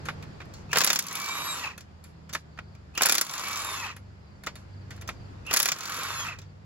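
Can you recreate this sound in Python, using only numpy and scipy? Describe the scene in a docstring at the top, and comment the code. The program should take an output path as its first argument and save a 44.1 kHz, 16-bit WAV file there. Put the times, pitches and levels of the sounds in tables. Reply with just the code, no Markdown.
"""In a yard outdoors, a cordless impact wrench undoes three bolts on an engine.
Each time it hammers (short steel strikes), spins the bolt out with a rattle and runs down (gear noise and whine).
Socket, tool and trigger knock and click between and during the pulls: noise and ringing modes that die away.
Two far machines drone (wavering tones), traffic and insects hiss (coloured noise), and a cricket
chirps (sliding tones)."""
import sys
import numpy as np
from scipy import signal
from scipy.fft import rfft, irfft
from scipy.io import wavfile
from scipy.ndimage import uniform_filter1d

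SR = 44100
rng = np.random.default_rng(int(sys.argv[2]) if len(sys.argv) > 2 else 0)


def materialize(psi):
    """Save the field psi as 16-bit PCM at rate SR to the path in sys.argv[1].

    A 1-D psi becomes a single channel; in a 2-D psi each row is a channel.
    """
    bounded = np.clip(np.atleast_2d(psi).T, -1, 1)
    quanta = np.round(bounded * 32767).astype(np.int16)
    wavfile.write(sys.argv[1], SR, quanta)


N = 293265
T = np.arange(N) / SR  # s

# Strikes: time to fall 60 dB at ring factor 1 (s), for the noise and for the sharp clang
BODY_T60, TREBLE_T60 = 0.06, 0.095
CLANG_BODY_T60, CLANG_TREBLE_T60 = .022, .024
BONNET_S, BONNET_GAIN = .0016, .8  # the open bonnet throws the clang straight back
CLANG_SPREAD_DB, STRUCK_PART_DB = 4, 4  # modes wake unevenly; level of the part struck

# In steady hammering a lighter click runs ahead of each blow
STEADY_MIN_S, STEADY_MAX_S = .0265, .0305  # gaps between blows that count as steady
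LEAD_S, LEAD_TREBLE_DB, LEAD_BODY_DB, LEAD_SPREAD_DB = .0086, -9.5, -9.5, 3
RATTLE_START_DB, RATTLE_GROW_S, RATTLE_SPREAD_DB, RATTLE_JITTER_S = -4, 0.11, 3, .001

# Motor speed, given as the rate at which gear teeth meet ("mesh"):
# at the pull, in the first blows, as the bolt comes free, and where the motor is last heard
PULL_HZ, LOADED_HZ, FREE_HZ, STOP_HZ = 2477, 3340, 3450, 1254.5
SPIN_UP_S, CLIMB_S = .085, .07
SAG_HZ_PER_S, BRAKE_HZ_PER_S = 2700, 16300
# Gear noise against the free run: faint, biting, spent by the last blow; a lull, then swelling back
PULL_DB, BITE_DB, FREE_DB, LULL_S, SWELL_S = -23, 1, -9, 0.057, 0.17
COAST_S, COAST_DB = .045, -12  # the last turns die away
RASP_DB = 3.5  # the braked gears rasp in the upper housing modes
WHINE_PULL_DB = -68
WHINE_BRAKE_DB, WHINE_STOP_DB = -15, -27.5  # drops as the brake bites and at the stop
SAG_TURN_S = 0.058  # the sagging whine changes level this long before the brake
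# Second-stage tones against the gear noise: bolt just free, finger eased, under the brake, at the stop
STAGE_FREED_DB, STAGE_EASED_DB, STAGE_BRAKE_DB, STAGE_STOP_DB = -6, -3.5, 2.5, -3

NOTE_GAP_S = 0.041  # between cricket notes
EDGE_HZ = 15950  # upper limit of the whole sound


def amp(db):
    """Gain of a level in dB."""
    return 10 ** (np.asarray(db) / 20)


def evened(x):
    """Scales to an rms (average strength) of 1."""
    return x / np.sqrt(np.mean(x ** 2) + 1e-20)


def read(points, hz):
    """Reads between the points of a spectrum table on a log-frequency axis."""
    f, value = np.transpose(points)
    return np.interp(np.log(hz + 1), np.log(f + 1), value)


def colour(hz, spectrum, peaks):
    """Gain of a broad spectrum with resonances on top."""
    resonances_db = sum(db / (1 + (2 * (hz - f) / w) ** 2) for f, w, db in peaks)
    return amp(read(spectrum, hz) + resonances_db)


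def add(mix, s, sound):
    """Mixes a two-row sound in at time s."""
    part = mix[:, round(s * SR):][:, :sound.shape[1]]
    part += sound[:, :part.shape[1]]


def fuzzy_line(hz, width, steady):
    """A tone on the curve hz: a steady part plus one that wanders within a width in Hz; two unrelated rows."""
    r = np.exp(-np.pi * width / SR)
    a, b = rng.standard_normal((2, 2, len(hz)))
    smooth = signal.lfilter([1], [1, -r], a + 1j * b)
    wander = signal.lfilter([1 - r], [1, -r], smooth)
    wander = wander / np.sqrt(np.mean(abs(wander) ** 2))
    wander = wander + steady * np.exp(2j * np.pi * rng.random((2, 1)))
    turning = np.exp(2j * np.pi * np.cumsum(hz) / SR)
    return evened((wander * turning).real)


def drones():
    """Two far machines: low wavering partials, nearly alike left and right."""
    # Each row: time in seconds, level of the first machine in dB, level of the second in dB;
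    # each partial follows these swells by its own share.
    machine_levels = [(0, -47.5, -43.5), (.8, -49.5, -49.5), (1.2, -57, -55), (2.1, -71.5, -52),
                      (2.5, -59.5, -51.5), (3.5, -44, -59), (4.3, -57.5, -55.5), (4.7, -43, -54.5),
                      (5.4, -34.5, -55), (6.001, -41.5, -58.5), (6.45, -35.5, -49), (6.65, -50, -58.5)]
    # Each row: time in seconds, speed of the second machine as a factor.
    second_speed = [(0, 1.01), (.9, 1.), (1.2, 1.03), (2.2, 1.07), (2.6, 1.), (3.6, .96), (5.5, .97),
                    (6.65, 1.)]
    # Partials of the first machine. Each row: pitch in Hz, width in Hz, level in dB, share of the swell.
    first_lines = [(49, 4.7, -16.5, 0.5), (96.9, 5.4, -2, 0.51), (123.6, 11, -10.5, 0.28),
                   (195.5, 5.9, -11, .1)]
    # Partials of the second machine at speed 1. Each row: pitch in Hz, width in Hz, level in dB,
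    # share of the swell.
    second_lines = [(75.3, 0.83, -1.5, 0.44), (152.8, 4.2, -4, 1.1)]
    s, *columns = np.transpose(machine_levels)
    first_db, second_db = (np.interp(T, s, c) for c in columns)
    speed = np.interp(T, *np.transpose(second_speed))
    out = 0
    for level_db, pace, lines in ((first_db, 1 + 0 * T, first_lines), (second_db, speed, second_lines)):
        mean_db = level_db.mean()
        for f, w, db, share in lines:
            gain = amp(mean_db + share * (level_db - mean_db) + db)
            out = out + gain * fuzzy_line(f * pace, w, steady=1.4)
    return out[0] + 0.21 * out[1] * np.array([[1], [-1]])


def yard():
    """Traffic wash and insect hiss: noise coloured in short frames, with drifting patches."""
    # Colour of the yard. Each row: frequency in Hz, relative level in dB per Hz.
    yard_colour = [(20, -34.5), (35, -22), (55, -3.5), (100, 5), (200, -3.5), (350, -7.5), (1000, -13.5),
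                   (1700, -17.5), (3100, -25.5), (3800, -27.5), (4800, -24), (5900, -33), (7300, -31.5),
                   (8600, -46.5), (11000, -42), (16000, -54.5)]
    # Each row: frequency in Hz, likeness of left and right from -1 to 1.
    yard_alike = [(60, 0.7), (180, 0.82), (550, -0.13), (1650, -0.23), (4970, 0.08), (15000, -0.78)]
    # Each row: time in seconds, level in dB.
    yard_swell = [(0, -43.5), (.7, -47.5), (1.8, -52.5), (4.2, -53), (5.3, -47.5), (6.65, -54)]
    frames, hz = N // 256 + 5, np.fft.rfftfreq(1024, 1 / SR)
    a, b, c, d, patches = rng.standard_normal((frames, 513, 5)).T
    patches = evened(uniform_filter1d(uniform_filter1d(patches, 12, 0), 14, 1))
    same = np.clip(read(yard_alike, hz), -1, 1)[:, None]
    left = a + 1j * b
    right = same * left + np.sqrt(1 - same ** 2) * (c + 1j * d)
    z = np.array([left, right]) * amp(read(yard_colour, hz)[:, None] + 0.86 * patches)
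    noise = signal.istft(z, nperseg=1024, noverlap=768)[1][:, :N]
    return amp(np.interp(T, *np.transpose(yard_swell))) * evened(noise)


def clang(t, lines, ring):
    """The sharp edge of a blow: modes start together and ring down; rows for body and treble, peak 1."""
    hz, db = np.transpose(lines)[:, :, None]
    low = hz[:, 0] < 2800
    hz = hz * rng.uniform(.96, 1.04, hz.shape)
    t60 = ring * np.where(hz < 2800, CLANG_BODY_T60, CLANG_TREBLE_T60)
    modes = amp(db - 16 * (hz < 1000) - 60 * t / t60) * np.sin(2 * np.pi * hz * t)
    rows = np.array([modes[low].sum(0), modes[~low].sum(0)])
    rows = rows + BONNET_GAIN * np.roll(rows, round(BONNET_S * SR), axis=1)
    return rows / abs(rows).max(1, keepdims=True)


def strikes(table, rise_s, body_db, treble_db, clang_body_db, clang_treble_db):
    """Short strikes: a sharp clang, and noise that builds fast; body, treble and top die at own speeds."""
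    # Colour of the strikes as heard. Each row: frequency in Hz, relative level in dB per Hz.
    strike_colour = [(150, -8), (350, -7), (1000, -4), (1700, 2.5), (2400, -2.5), (3100, -4), (4500, 4),
                     (7200, 3), (9000, -17), (12500, -8.5), (16000, 1.5)]
    # Modes of the steel. Each row: pitch in Hz, width in Hz, level in dB before a random factor per blow.
    steel_modes = [(760, 250, 0), (1410, 250, 1), (1746, 190, -4.5), (2420, 29, 6.5), (3560, 310, 1.5),
                   (3930, 250, -5), (4370, 300, -4), (6130, 170, -4), (7250, 470, -2.5),
                   (10970, 3000, 12.5)]
    out, t = np.zeros((2, N)), np.arange(4096) / SR
    hz = np.fft.rfftfreq(len(t), 1 / SR)
    high = 1 / np.sqrt(1 + (2800 / (hz + 1)) ** 8)  # passes the treble
    top = 1 / np.sqrt(1 + (8500 / (hz + 1)) ** 8)  # passes the very top
    rise = (1 - np.exp(-t / rise_s)) ** 2
    for s, treble_peak_db, body_peak_db, *part in table:
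        ring, struck = (part[0], [(part[1], STRUCK_PART_DB)]) if part else (1, [])
        clang_lines = [(f, CLANG_SPREAD_DB * rng.standard_normal()) for f, w, db in steel_modes[:-1]]
        low, ping = clang(t, clang_lines + struck, ring)
        low = amp(body_peak_db + clang_body_db) * low
        ping = amp(treble_peak_db + clang_treble_db) * ping
        add(out, s, np.ones((2, 1)) * (low + ping))

        # each blow lands elsewhere and wakes other modes
        woken = [(f, w, db * rng.uniform(0, 2.43)) for f, w, db in steel_modes]
        z = rfft(rng.standard_normal((2, len(t)))) * colour(hz, strike_colour, woken)
        body_fade = amp(-60 * t / (BODY_T60 * ring)) + .15 * amp(-60 * t / .12)
        body = evened(irfft(z * np.sqrt(1 - high ** 2))) * body_fade
        scale = np.sqrt(np.mean(irfft(z * high) ** 2))
        # a quick first drop, then the ring
        treble_fade = amp(-60 * t / (TREBLE_T60 * ring)) + 1.6 * amp(-60 * t / 0.031)
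        treble = irfft(z * high * np.sqrt(1 - top ** 2)) + irfft(z * top) * amp(-60 * t / 0.032)
        treble = treble * treble_fade / scale
        noise = amp(body_peak_db + body_db) * body + amp(treble_peak_db + treble_db) * treble
        add(out, s - .0005, rise * noise)
    return out


def knocking():
    """Knocks and clicks of socket, tool and trigger, between and during the pulls: strikes of varied ring and pitch."""
    # Each row: time in seconds, treble level in dB, level under 2.8 kHz in dB (both before the shared
    # offsets below), ring length as a factor, rough pitch of the part struck in Hz.
    knocks = [(0.0543, -31, -39.5, 3.3, 1280), (0.0857, -33.5, -24, 0.99, 1260),
              (0.0955, -40, -33.5, 1.3, 1180), (0.2253, -37, -40.5, 1.2, 1290),
              (0.2375, -45, -48, 0.77, 600), (0.4031, -45, -38.5, 1.4, 1500), (0.416, -49, -40, 1.1, 1000),
              (0.455, -49.5, -52, 0.62, 2000), (0.5372, -33.5, -63, 5, 4430), (0.7153, -28, -55, 1.2, 4530),
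              (1.7782, -30, -42.5, 1.44, 2520), (1.807, -33, -51, 1.3, 4400),
              (2.0398, -37, -53.5, 3.3, 4400), (2.293, -35, -44, 2.2, 1520), (2.3284, -25, -45, 0.48, 6400),
              (2.3338, -18.5, -40, 1.86, 5940), (2.3472, -22, -40, 0.46, 3670),
              (2.3507, -22, -22.5, 0.88, 1330), (2.5755, -50, -42, 0.8, 1500),
              (2.5882, -45, -29.5, 0.65, 1360), (2.7503, -46, -54, 0.96, 4410),
              (2.9512, -33, -47, 1.2, 4410), (3.9645, -34.5, -44, 1.5, 1970), (3.97, -48, -54, 0.43, 4600),
              (4.4362, -34, -43, 1.6, 1806), (4.464, -24, -45, 1.5, 6940),
              (4.4695, -25.5, -25.5, 1.25, 1290), (4.555, -33.5, -46.5, 2.7, 4400),
              (4.9062, -35, -41.5, 2.9, 1480), (4.963, -39, -60, .6, 7000), (4.977, -54, -48, 1.6, 1500),
              (5.012, -32.5, -46.5, 1.1, 1400), (5.0195, -37, -44.5, 1.5, 2310),
              (5.0761, -25.5, -45, 2.2, 6200), (5.0897, -29, -23.5, 0.8, 1440),
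              (5.465, -30.5, -51, 1.4, 4447), (6.199, -23.5, -39.5, 0.84, 6515),
              (6.3871, -31.5, -43.5, 1.2, 1460), (6.4163, -39, -52, 2.1, 2700)]
    return strikes(knocks, 0.00099, -2, -15.5, clang_body_db=1.3, clang_treble_db=-7.0)


def pull(pull_s, free_s, ease_s, brake_s, top_hz, creep, gear_db, loaded_db, freed_db, spinning_db,
         top_db, sag_db, brake_db, lag_s, tones_db, grip_db):
    """One trigger pull: spins up into the load, climbs once the bolt is free, sags as the finger eases, brakes."""
    # Gear noise as the motor slows. Each row: mesh rate in Hz, level change in dB.
    slowing = [(1250, -21), (1500, -12), (1700, -8), (2100, -6), (2750, 0), (3250, -1.5), (3550, 0.3)]
    brake_hz = top_hz - SAG_HZ_PER_S * (brake_s - ease_s)
    stop_s = brake_s + (brake_hz - STOP_HZ) / BRAKE_HZ_PER_S
    t = np.arange(pull_s, stop_s + COAST_S, 1 / SR)
    spun_s = pull_s + SPIN_UP_S
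    coast_db = COAST_DB * np.maximum(t - stop_s, 0) / COAST_S

    loaded_hz = np.interp(t, [pull_s, spun_s, free_s], [PULL_HZ, LOADED_HZ, FREE_HZ])
    aim_hz = top_hz - creep * np.maximum(ease_s - t, 0)
    climb_hz = aim_hz - (aim_hz - FREE_HZ) * np.exp(-np.maximum(t - free_s, 0) / CLIMB_S)
    falling_hz = np.interp(t, [ease_s, brake_s, stop_s], [top_hz, brake_hz, STOP_HZ])
    mesh_hz = np.where(t < free_s, loaded_hz, np.where(t < ease_s, climb_hz, falling_hz))

    noise_db = gear_db + np.interp(t, [pull_s, spun_s, free_s, free_s + LULL_S, free_s + SWELL_S],
                                   [PULL_DB, BITE_DB, FREE_DB, FREE_DB, 0])
    noise_db = noise_db + (t > ease_s) * np.interp(mesh_hz, *np.transpose(slowing))

    turn_s = brake_s - SAG_TURN_S
    whine_points = [
        (pull_s, WHINE_PULL_DB), (spun_s, loaded_db), (free_s - .05, loaded_db),
        (free_s + 0.029, freed_db), (free_s + lag_s - .06, freed_db), (free_s + lag_s, spinning_db),
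        (ease_s, top_db), (turn_s, sag_db), (turn_s + 0.011, brake_db), (brake_s, brake_db),
        (brake_s + .025, brake_db + WHINE_BRAKE_DB), (stop_s, brake_db + WHINE_STOP_DB)]
    whine_db = np.interp(t, *np.transpose(whine_points))
    stage_points = [
        (free_s, STAGE_FREED_DB), (free_s + SWELL_S, tones_db), (ease_s, tones_db),
        (ease_s + .04, STAGE_EASED_DB), (brake_s, STAGE_BRAKE_DB),
        (brake_s + 0.039, STAGE_BRAKE_DB), (stop_s, STAGE_STOP_DB)]
    stage_db = np.interp(t, *np.transpose(stage_points))

    braking = np.clip((t - brake_s) / .03, 0, 1)
    sagging = np.clip((t - ease_s) / 0.12, 0, 1) * (1 - braking)
    return (t, mesh_hz, noise_db + coast_db, whine_db + coast_db, stage_db + 2 * coast_db,
            grip_db, sagging, braking)


def partials(table, mesh_hz, sagging, braking, idle_db):
    """Tones at multiples of the mesh rate that flicker; as speed falls, the housing shapes them more strongly."""
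    # Resonances that lift the tones. Each row: pitch in Hz, width in Hz, lift in dB at 3450 Hz mesh
    # or faster; slower running strengthens it.
    whine_housing = [(905, 210, 9), (1890, 210.3, 14), (2316, 270, 5.5), (2611, 370, 16.5)]
    slack = np.maximum(3450 - mesh_hz, 0) / 1000  # kHz below the loaded speed
    lines = 0
    for k, db, width, sag_db, brake_db in table:
        line_hz = k * mesh_hz
        slow, quick = rng.standard_normal((2, len(mesh_hz)))
        idle_fade_db = slack * (idle_db - 0.01 * np.maximum(line_hz - 2900, 0))
        fade_db = sagging * sag_db + braking * brake_db + idle_fade_db
        flicker_db = 1.8 * evened(uniform_filter1d(uniform_filter1d(slow, 1200), 1200))
        chatter_db = 3 * braking * evened(uniform_filter1d(uniform_filter1d(quick, 260), 260))
        flat = [(1, 0), (2, 0)]
        lift = colour(line_hz, flat, whine_housing) ** (1 + .3 * np.minimum(slack, 1.2))
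        gain = amp(db + fade_db + flicker_db + chatter_db) * lift
        lines = lines + gain * fuzzy_line(line_hz, width, steady=1.1)
    return lines


def motor(t, mesh_hz, noise_db, whine_db, stage_db, grip_db, sagging, braking):
    """Gear noise, throbbing with the shaft and duller as it slows, with the tones of both gear stages."""
    # Colour of the gear noise as heard. Each row: frequency in Hz, relative level in dB per Hz.
    gear_colour = [(150, -49.5), (350, -5.5), (700, -7.5), (1150, -3), (1800, -2), (3000, -4), (4500, -3.5),
                   (7500, -4.5), (9000, -27.5), (11500, -0.5), (13000, -21), (16000, -12)]
    # Resonances of the housing. Each row: pitch in Hz, width in Hz, lift in dB before the grip's tilt.
    housing = [(994, 140, 10), (1450, 180, 5), (1200, 240, 10.5), (1900, 150, 3), (2603, 350, 6)]
    # Partials of the whine. Each row: multiple of the mesh rate, level in dB before the housing's lift,
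    # width in Hz, change while the speed sags in dB, change under the brake in dB.
    whine_lines = [(1., -4.5, 9.4, 0.5, -6), (2., -5, 15, 5, 3), (2.77, -13.5, 40, -2, -2),
                   (3., -9, 13, -1.5, 0)]
    # Tones of the second gear stage, which follow the gear noise. Each row: multiple of the mesh rate,
    # level in dB before the housing's lift, width in Hz, change while the speed sags in dB,
    # change under the brake in dB.
    stage_lines = [(.077, -27.5, 8, 1, -2), (.308, -15.5, 35, -2, -0.5), (.615, -18, 20, -11, -2),
                   (.77, -34, 30, 9, 6), (.923, -26.5, 25, 0, 3), (1.077, -40, 30, 0, 18),
                   (1.231, -17.5, 15, -2, -2), (1.385, -40.5, 30, 0, 21), (1.54, -17, 18, 0, -1),
                   (1.85, -24, 40, 0, -5)]
    mesh_hz = uniform_filter1d(mesh_hz, size=1200, mode="nearest")  # the rotor's inertia rounds every change
    hz, frames, z = signal.stft(rng.standard_normal((2, len(t))), SR, nperseg=256)
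    frame_s, hz_column = frames + t[0], hz[:, None]

    grip = [(housing[0][0], 250, -grip_db / 2), (housing[1][0], 350, grip_db)]
    # slower teeth strike more softly
    corner_hz = np.maximum(4.2 * np.interp(frame_s, t, mesh_hz), 8000)
    patches = uniform_filter1d(rng.standard_normal(z.shape[1:]), size=4, axis=0)
    patches_db = 1.5 * evened(uniform_filter1d(patches, size=4, axis=1))
    z = z * colour(hz, gear_colour, list(housing) + grip)[:, None]
    z = z / (1 + (hz_column / corner_hz) ** 4) * amp(patches_db)
    rasp_db = RASP_DB * np.interp(frame_s, t, braking) / (1 + ((hz_column - 2300) / 700) ** 4)
    z = z * amp(rasp_db)

    shaft_hz = mesh_hz * stage_lines[0][0]
    throb_db = 1.6 * np.cos(2 * np.pi * np.cumsum(shaft_hz) / SR)
    rough_db = 1.6 * evened(uniform_filter1d(rng.standard_normal(len(t)) ** 3, 120))
    noise = signal.istft(z, SR, nperseg=256)[1][:, :len(t)]
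    gears = evened(noise * amp(throb_db + rough_db))
    stage = amp(stage_db) * partials(stage_lines, mesh_hz, sagging, braking, idle_db=-3.0)
    whine = amp(whine_db) * partials(whine_lines, mesh_hz, sagging, braking, idle_db=-5.0)
    return t[0], amp(noise_db) * (gears + stage) + whine


def start(s, end_s, hz, db):
    """The housing sings for a moment as the trigger is pulled: a short rough tone that swells."""
    u = np.linspace(0, 1, round((end_s - s) * SR))
    swell = (.35 + .65 * u) * signal.windows.tukey(len(u), .2)
    return s, amp(db) * fuzzy_line(hz + 0 * u, 380, steady=.2) * swell


def hammering():
    """Hammer on anvil: every blow is a strike, with a lighter click ahead of those in steady stride."""
    # Each row: time in seconds, treble level in dB, level of the bolt and block under 2.8 kHz in dB
    # (both before the shared offsets below).
    blow_rows = [(0.7304, -18, -17.5), (0.758, -19, -16), (0.771, -14.5, -16), (0.784, -9, -33.5),
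                 (0.8056, -13.5, -20.5), (0.8145, -13.5, -20.5), (0.845, -8.5, -24.5),
                 (0.8735, -11.5, -21.5), (0.902, -10, -18.5), (0.9304, -13, -26), (0.9582, -12.5, -27.5),
                 (0.9899, -11.5, -29.5), (2.9762, -16.5, -24.5), (3.0092, -25.5, -19), (3.02, -9, -18.5),
                 (3.0332, -9, -27.5), (3.0527, -23, -20), (3.058, -9.5, -23.5), (3.0655, -13.5, -22.5),
                 (3.0954, -9, -20), (3.122, -9.5, -23), (3.1517, -13, -24.5), (3.181, -12, -24),
                 (3.212, -10.5, -26), (5.5106, -22.5, -21), (5.538, -10, -19.5), (5.5626, -13.5, -21),
                 (5.57, -9, -29), (5.6, -9.5, -22.5), (5.6286, -12.5, -30), (5.657, -13, -23),
                 (5.6863, -12.5, -24.5), (5.718, -13.5, -26.5)]
    blows = np.array(blow_rows)
    gap = np.diff(blows[:, 0], prepend=0)
    spread_db = LEAD_SPREAD_DB * rng.standard_normal((len(blows), 1)) * [0, 1, 1]
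    lead = blows + [-LEAD_S, LEAD_TREBLE_DB, LEAD_BODY_DB] + spread_db
    steady = (gap > STEADY_MIN_S) & (gap < STEADY_MAX_S)
    return strikes([*blows, *lead[steady]], 0.00051, -3.0, -10.0, clang_body_db=-4.0, clang_treble_db=-14)


def rattling():
    """The loose socket clicks twice, unevenly, on every turn, growing as the bolt loosens."""
    # Each row: first click in seconds, end in seconds, one turn in seconds, second click after the first
    # in seconds, treble level in dB, level under 2.8 kHz in dB (both before growth, spread and offsets).
    rattles = [(1.022, 1.3, 0.044, 0.017, -22.5, -41), (3.249, 3.65, 0.044, 0.016, -24, -36),
               (5.7637, 6.05, .0447, .0228, -25, -31)]
    rows = []
    for first_s, last_s, turn_s, second_s, treble_db, body_db in rattles:
        s = (first_s + turn_s * np.arange(10)[:, None] + [0, second_s]).ravel()
        jitter, a, b = rng.standard_normal((len(s), 3)).T
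        grow_db = RATTLE_START_DB * np.maximum(1 - (s - first_s) / RATTLE_GROW_S, 0)
        click_treble_db = treble_db + grow_db + RATTLE_SPREAD_DB * a
        click_body_db = body_db + grow_db + 2 * RATTLE_SPREAD_DB * b  # the body varies twice as much
        clicks = np.transpose([s + RATTLE_JITTER_S * jitter, click_treble_db, click_body_db])
        rows += list(clicks[s < last_s])
    return strikes(rows, 0.00087, -11.5, -13.5, clang_body_db=-18, clang_treble_db=-7.5)


def cricket():
    """Short notes that slide down as the wing stroke slows."""
    # Phrases. Each row: first note in seconds, end in seconds, level in dB before the boost of each side.
    chirps = [(2.514, 2.74, -68.5), (4.049, 4.118, -75), (4.269, 4.389, -68.5), (4.728, 4.846, -65.5),
              (5.166, 5.276, -65), (6.451, 6.528, -69)]
    out, u = np.zeros((2, N)), np.linspace(0, 1, round(.028 * SR))
    note = np.sin(2 * np.pi * np.cumsum(4850 - 600 * u ** 1.5) / SR) * np.sin(np.pi * u) ** .8
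    sides_db = np.array([[4.], [1.5]])  # left, right
    for first_s, end_s, db in chirps:
        for s in np.arange(first_s, end_s, NOTE_GAP_S):
            add(out, s - .005, amp(db + sides_db) * note)
    return out


def ports(rows):
    """Two microphone ports: right gets a shifted share of the left sound; the rest comes by other paths."""
    # Each row: frequency in Hz, phase by which right leads in radians, likeness from 0 to 1,
    # right minus left in dB.
    port_table = [(0, 0, 0.78, 1), (1680, 0.86, 0.93, 1), (2680, 2, 0.1, 0.8), (4100, 1.5, 0.99, 2.5),
                  (6060, 3.5, 0.3, -1.5), (8140, 5, 1, -3), (9260, -2.5, 0.9, 5), (11870, 5.5, 0.7, -1),
                  (14500, -4.5, 0.99, -4), (15580, -2.5, .7, 9)]
    hz = np.fft.rfftfreq(N, 1 / SR)
    f, *columns = np.transpose(port_table)
    lead, alike, db = (np.interp(hz, f, c) for c in columns)
    alike = np.clip(alike, 0, 1)
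    a, b = rfft(rows)
    right = alike * a * np.exp(1j * lead) + np.sqrt(1 - alike ** 2) * b
    return irfft([a * amp(-db / 2), right * amp(db / 2)], N)


def scene():
    """The tool through the port pair, over the yard."""
    # One row a pull of the trigger. Each row: pull in seconds, bolt comes free in seconds, finger eases in
    # seconds, brake in seconds, top mesh rate in Hz, creep up to it in Hz per second, gear noise in dB,
    # whine in dB while hammering, just after, spinning out, at top speed, sagging and at the brake,
    # delay of the whine after the bolt frees in seconds, second-stage tones against the gear noise in dB,
    # tilt by the grip in dB (added to the second housing resonance listed, half of it taken off the first).
    runs = [(.69, 0.999, 1.5, 1.603, 3855, 420, -36, -52, -64, -41, -37.5, -42, -42, .3, 0, -2),
            (2.94, 3.219, 3.685, 3.815, 3707, 10, -35, -56, -50, -40, -39, -41, -47, .38, -4, -1),
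            (5.45, 5.73, 6.07, 6.24, 3690, 10, -35, -60, -56, -52, -46, -44, -35, .27, -3, 5)]
    # Singing of the housing. Each row: start in seconds, end in seconds, pitch in Hz, level in dB
    # before the swell.
    starts = [(0.709, 0.733, 2593, -36), (2.952, 3.011, 2810, -36.5), (5.465, 5.515, 2704, -33.5)]
    tool = hammering() + rattling() + knocking()
    for row in runs:
        add(tool, *motor(*pull(*row)))
    for row in starts:
        add(tool, *start(*row))
    return ports(tool) + drones() + yard() + cricket()


def record(dry):
    """A gain control on the bass turns it down while the sound is loud; then the band limit."""
    power = uniform_filter1d((dry ** 2).mean(0), 3000, origin=1400)
    power_db = 10 * np.log10(abs(power) + 1e-12)
    fall = T * 25.0  # recovers at this many dB a second
    held_db = np.maximum.accumulate(power_db + fall) - fall
    over_db = np.maximum(held_db + 36.0, 0)  # dB above the threshold of -36
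    bass = signal.oaconvolve(dry, signal.firwin(2047, 135, fs=SR)[None], "same")
    ducked = dry - bass * (1 - amp(-1.1 * uniform_filter1d(over_db, 2000)))
    band_limit = signal.firwin(511, EDGE_HZ, window=("kaiser", 9), fs=SR)
    return signal.oaconvolve(ducked, band_limit[None], "same")


dry = scene()
out = record(dry)
materialize(out)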